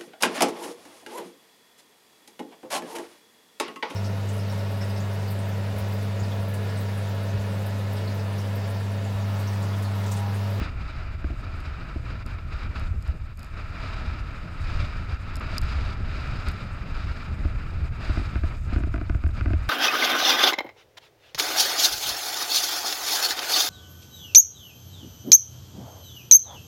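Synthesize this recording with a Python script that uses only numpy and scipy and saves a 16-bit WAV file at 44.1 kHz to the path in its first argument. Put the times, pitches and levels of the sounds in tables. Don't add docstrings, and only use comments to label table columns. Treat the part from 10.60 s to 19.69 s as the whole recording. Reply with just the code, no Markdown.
import sys
import numpy as np
from scipy import signal
from scipy.fft import rfft, irfft, next_fast_len
from scipy.io import wavfile
from scipy.ndimage import uniform_filter1d

SR = 44100
rng = np.random.default_rng(int(sys.argv[2]) if len(sys.argv) > 2 else 0)


def generate_wav(sig):
    pcm = np.round(np.clip(np.atleast_2d(sig).T, -1, 1) * 32767).astype(np.int16)
    wavfile.write(sys.argv[1], SR, pcm)


N = 400869
T = np.arange(N) / SR

# (time [s], level [dB])
FRICTION = [(0.0, -54), (0.29, -44.5), (0.76, -50), (0.83, -46), (2.24, -46), (2.35, -55), (2.74, -53),
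            (3.28, -41.5), (3.94, -47.5), (4.13, -40.5), (4.59, -47.5), (4.92, -40), (5.28, -41),
            (5.42, -47.5), (5.57, -39), (6.26, -47.5), (6.36, -41.5), (6.78, -47), (7.38, -46.5),
            (7.44, -41), (8.29, -51), (8.71, -53.5), (9.09, -45.5)]
# (time [s], length [s], rise in friction [dB])
CRISP_PATCHES = [(0.024, 0.26, 13.5), (1.065, .07, 4.5), (1.487, 0.088, 1.5), (1.936, 0.078, 4),
                 (2.03, 0.091, 4), (2.192, 0.092, 4), (2.49, 0.17, 7.5), (2.995, 0.11, 4),
                 (3.296, 0.09, 1.5), (4.212, .11, 3), (4.523, 0.094, 5.5), (5.887, 0.1, 4),
                 (7.58, 0.074, 2.5), (7.747, .08, 2), (8.128, 0.13, 5.5), (8.78, 0.1, 9.5)]
# (time [s], length [s], change in friction [dB])
CRESTS = [(0.581, .07, -7), (1.395, 0.18, -3.5), (1.643, 0.051, -9.5), (1.828, 0.23, -6.5),
          (2.097, 0.066, -2), (2.27, 0.067, 1), (2.753, 0.075, -11), (4.585, 0.031, -5), (4.797, 0.042, -4),
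          (5.007, 0.069, -5.2), (7.31, 0.059, -9), (7.819, 0.069, -4), (8.01, 0.14, -7)]
# (time [s], rise in friction [dB])
CRUST_LUMPS = [(1.785, 6.5), (2.156, 6.5), (4.808, 9.5), (4.866, 1), (5.868, 3)]
# (frequency [Hz], relative level [dB])
SNOW_SPECTRUM = [(100, -4.5), (250, 6), (450, -3), (800, -2), (1100, -1.5), (1600, 0), (2000, -2.5),
                 (2700, -3.5), (3200, -11.5), (5150, -16.5), (5700, -22), (8400, -28), (9600, -37),
                 (15000, -47.5)]
# (frequency [Hz], width [Hz], gain [dB])
HOUSING_RESONANCES = [(634, 80, 5), (1314, 248, 9.5), (2387, 250, 5), (3815, 580, 6.5), (4840, 880, 8.5),
                      (6880, 350, 6), (6970, 260, -2), (11450, 1000, 3), (12200, 500, 3.5)]
# (time [s], level [dB])
POWDER_SPRAY = [(0.0, -75), (2.88, -74.5), (3.29, -74), (3.8, -75), (4.1, -72), (4.73, -78), (4.96, -76),
                (5.39, -74), (5.74, -74), (6.0, -72), (7.34, -74), (7.57, -66.5), (8.43, -74),
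                (9.09, -69.5)]
# (time [s], wind level [dB], shudder level [dB])
RIDE_LEVELS = [(0.0, -35.5, -40), (0.3, -33, -49), (0.88, -38, -43), (2.33, -33, -47), (2.66, -39, -50),
               (3.39, -34, -45), (3.87, -39.5, -47), (4.2, -30, -41.5), (4.73, -38.5, -45),
               (5.06, -29.5, -43), (5.95, -33.5, -41.5), (6.61, -35, -41.5), (8.18, -29.5, -42),
               (9.09, -29.5, -47)]
# (frequency [Hz], relative level [dB])
WIND_SPECTRUM = [(8, -16), (20, 0.5), (35, -1), (55, -2), (78, -1.5), (105, -7.5), (130, -14), (200, -26),
                 (400, -52), (4000, -130)]
# (frequency [Hz], relative level [dB])
SHUDDER_SPECTRUM = [(60, -9.5), (120, 5), (170, 0.5), (240, -6.5), (310, -10.5), (420, -16.5), (640, -18),
                    (900, -30), (6000, -110)]
# (time [s], weight [dB], sharpness of contact [dB], rebound gap [s])
BUMPS = [(0.013, -26.5, -43.5, 0.0024), (0.643, -26.5, -33, 0.0025), (0.701, -31, -48, 0.018),
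         (1.359, -28, -55, 0.0012), (6.851, -26.5, -32.5, 0.0028), (7.494, -25, -35, 0.0011),
         (7.572, -24, -33, 0.021), (7.7562, -26, -28.5, 0.00053), (7.8355, -25.5, -32.5, 0.00071),
         (8.125, -26, -49, 0.004), (8.1609, -22.5, -30, .0215), (8.236, -26, -31.5, 0.0015),
         (8.27, -28, -53, 0.0049), (8.341, -23.5, -28, 0.019), (8.413, -27.5, -34, 0.00024),
         (8.4968, -23.5, -26, 0.00085), (8.547, -28, -33, 0), (8.638, -27, -32, 0.026), (8.81, -30, -27, 0),
         (8.8586, -23.5, -27.5, 0.00064), (8.879, -30, -40, 0.0038), (8.904, -25.5, -34.5, 0),
         (8.9335, -21, -27.5, 0)]
# (frequency [Hz], level [dB], t60 [s])
THUD_MODES = [(73.5, 12, 0.1), (189.6, 7, 0.038), (241, -1, 0.042), (288, -5, 0.055), (646, -16.5, 0.063),
              (686, -10.5, 0.045)]
# (frequency [Hz], level [dB], t60 [s])
CLACK_MODES = [(996, -5, 0.017), (1260, -1.3, 0.016), (1486, 5, 0.013), (2097, -5, 0.02),
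               (2414, -5.5, 0.016), (4160, -8, 0.002), (4600, -11, 0.0048)]
# (time [s], level [dB])
DRIFTS = [(2.318, -24), (2.498, -13.5), (3.482, -21), (4.536, -18), (5.168, -22), (5.884, -16),
          (6.863, -25), (7.231, -18.5), (8.661, -17.5)]
# (time [s], level [dB], fragment level [dB])
ICE_CRUMBS = [(1.0038, -43, -67), (1.6624, -36, -55), (2.196, -39, -60), (2.4246, -40, -58),
              (2.4768, -43, -63), (2.773, -41, -60), (2.793, -36.5, -52), (2.83, -37, -59),
              (2.845, -40, -60), (4.7559, -28.5, -48), (4.767, -35, -42), (4.981, -18.5, -52),
              (5.0157, -31.5, -46), (5.885, -29.5, -42), (8.6774, -44, -64)]
# (frequency [Hz], level [dB], t60 [s])
SHELL_MODES = [(4600, -12, 0.0042), (4940, 3, 0.006), (6960, -5.5, 0.005), (7950, -1.5, 0.0026),
               (11120, -8, 0.0041), (12500, -15, 0.0037), (14100, -15, .002)]

RETURN_S, RETURN_SHARE = 0.00312, 0.54


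def runners(rush_db=0.58, hiss_db=-13.0, grains_per_s=2500, shatter_db=-46.5, skim_db=-53.5):
    friction_db = curves(FRICTION)[0] + terrain() + 0.48 * wander(7)
    bite_db = 0.67 * np.maximum(friction_db - shatter_db, 0)
    bite_db += 0.3 * np.maximum(skim_db - friction_db, 0)
    sizes = amp(3 * np.minimum(rng.exponential(1, N), 4)) * rng.choice([-1, 1], N)
    grains = unit(sizes * (rng.random(N) < grains_per_s / SR))
    snow = colour(rng.standard_normal(N) + 0.47 * grains, snow_colour)
    lows = colour(snow, lambda hz: rolloff_db(hz / 3000))
    hiss = (snow - lows) / band_rms(snow, 3300, 5500)
    rush = lows / band_rms(snow, 1000, 3000)
    load = amp(friction_db + crust() + wander(25))
    return load * (rush * amp(rush_db) + hiss * amp(hiss_db + bite_db + 1.5 * wander(38)))


def terrain():
    change_db = np.zeros(N)
    for s, length, db in CRISP_PATCHES + CRESTS:
        near = abs(T - s) < length / 2
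        change_db[near] += db * np.cos(np.pi * (T[near] - s) / length) ** 2
    return change_db


def crust(fade_s=0.02):
    rise_db = np.zeros(N)
    for s, db in CRUST_LUMPS:
        add(rise_db, s, db * np.exp(-T[:SR // 5] / fade_s))
    return uniform_filter1d(rise_db, size=60)


def snow_colour(hz):
    resonances = sum(db / (1 + (2 * (hz - f) / width) ** 2) for f, width, db in HOUSING_RESONANCES)
    return spectrum_db(SNOW_SPECTRUM, hz) + resonances


def rumble(wind_db=3.0, shudder_db=-1.0, gust_db=2.03, jolt_db=3.5):
    buffet_db, shake_db = curves(RIDE_LEVELS)
    wind = unit(colour(rng.standard_normal(N), lambda hz: spectrum_db(WIND_SPECTRUM, hz)))
    frame = unit(colour(rng.standard_normal(N), lambda hz: spectrum_db(SHUDDER_SPECTRUM, hz)))
    wind *= amp(wind_db + buffet_db + gust_db * wander(8))
    frame *= amp(shudder_db + shake_db + 0.43 * terrain() + jolt_db * wander(11.7))
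    return wind + frame


def ruts(gain_db=8, per_s=18, rock_hz=92, t60=0.07):
    t = T[:SR // 5]
    sizes = amp(2 * np.minimum(rng.exponential(1, N), 2)) * (rng.random(N) < per_s / SR)
    jolt = amp(-60 * t / t60) * np.sin(2 * np.pi * rock_hz * t) * (1 - np.exp(-t * rock_hz))
    jolts = signal.oaconvolve(sizes, jolt / abs(jolt).max())[:N]
    return amp(gain_db + curves(RIDE_LEVELS)[1]) * jolts


def bumps(lag_s=0.0011):
    clacks, thuds = np.zeros(N), np.zeros(N)
    for s, weight_db, sharp_db in landings():
        add(clacks, s, amp(sharp_db) * ring(CLACK_MODES, spread=0.05, rise_s=0.0003))
        thud = amp(weight_db) * ring(THUD_MODES, spread=0.025, rise_s=0.002)
        add(thuds, s + lag_s, thud)
        add(thuds, s + lag_s + RETURN_S, RETURN_SHARE * thud)
    return high_pass(clacks, hz=900, order=6) + high_pass(thuds, hz=32, order=2)


def landings(weight_loss_db=4, sharp_loss_db=3.5):
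    for s, weight_db, sharp_db, gap_s in BUMPS:
        for k in range(3 if gap_s > RETURN_S else 1):
            yield s + k * gap_s, weight_db - k * weight_loss_db, sharp_db - k * sharp_loss_db


def heaves(sway_hz=68, swell_s=0.015):
    out, t = np.zeros(N), np.arange(-SR // 10, SR // 10) / SR
    sway = -np.exp(-(t / swell_s) ** 2) * np.cos(2 * np.pi * sway_hz * t)
    for s, db in DRIFTS:
        add(out, s + t[0], amp(db) * sway)
    return out


def crumbs(scatter_s=0.017, large_db=-24):
    ticks = np.zeros(N)
    pivot_hz = SHELL_MODES[3][0]
    for s, crumb_db, fragment_db in ICE_CRUMBS:
        fragments = [(delay, fragment_db) for delay in rng.exponential(scatter_s, 4)]
        for delay, hit_db in [(0.00079, crumb_db)] + fragments:
            db_per_octave = 0.46 * (large_db - hit_db)
            modes = [(hz, db + db_per_octave * np.log2(hz / pivot_hz), t60)
                     for hz, db, t60 in SHELL_MODES]
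            add(ticks, s + delay, amp(hit_db) * ring(modes, spread=0.04, rise_s=0.00005))
    return high_pass(ticks, hz=4300, order=8)


def powder(gain_db=2, lowest_hz=6500, flutter_db=3.0):
    spray = colour(rng.standard_normal(N), lambda hz: snow_colour(hz) + rolloff_db(lowest_hz / (hz + 1)))
    return amp(gain_db + curves(POWDER_SPRAY)[0] + flutter_db * wander(17)) * unit(spray)


def electronics(whine_hz=14160, whine_db=-84, pulse_hz=30, waver_hz=70, hiss_db=-79):
    turns = np.cumsum(whine_hz + waver_hz * wander(150)) / SR
    pulse = 1 + 0.7 * np.sin(2 * np.pi * pulse_hz * T)
    whine = unit(np.sin(2 * np.pi * turns) * pulse)
    return amp(whine_db) * whine + amp(hiss_db) * rng.standard_normal(N)


def ring(modes, spread, rise_s):
    t = T[:SR // 6]
    chance = rng.uniform(-1, 1, (len(modes), 2))
    tones = [amp(db + 2 * strength - 60 * t / t60) * np.sin(2 * np.pi * hz * (1 + spread * detune) * t)
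             for (hz, db, t60), (detune, strength) in zip(modes, chance)]
    return sum(tones) * (1 - np.exp(-t / rise_s))


def amp(db):
    return 10 ** (np.asarray(db) / 20)


def unit(x):
    return x / np.sqrt(np.mean(x ** 2) + 1e-20)


def spectrum_db(points, hz):
    f, db = np.transpose(points)
    return np.interp(np.log(hz + 1), np.log(f + 1), db)


def curves(rows):
    s, *columns = np.transpose(rows)
    return [np.interp(T, s, column) for column in columns]


def colour(x, db_at):
    size = next_fast_len(N + 4096)
    gain = amp(db_at(np.fft.rfftfreq(size, 1 / SR)))
    return irfft(rfft(x, size) * gain, size)[:N]


def rolloff_db(ratio):
    return -20 * np.log10(1 + ratio ** 8)


def high_pass(x, hz, order):
    return signal.sosfilt(signal.butter(order, hz, "high", fs=SR, output="sos"), x)


def band_rms(x, low_hz, high_hz):
    size = next_fast_len(N)
    hz = np.fft.rfftfreq(size, 1 / SR)
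    band = rfft(x, size)[(hz > low_hz) & (hz < high_hz)]
    return np.sqrt(2 * np.sum(abs(band) ** 2) / (N * size))


def wander(rate_hz):
    return unit(signal.sosfilt(signal.butter(4, rate_hz, fs=SR, output="sos"), rng.standard_normal(N)))


def add(mix, s, sound):
    part = mix[max(round(s * SR), 0):][:len(sound)]
    part += sound[:len(part)]


def scene():
    return (runners() + powder() + rumble() + ruts() + bumps() + heaves() + crumbs() + electronics())[None]


def record(dry):
    low_pass = signal.firwin(255, 15600, window=("kaiser", 9), fs=SR)
    return signal.oaconvolve(dry, low_pass[None], "same")


dry = scene()
out = record(dry)
generate_wav(out)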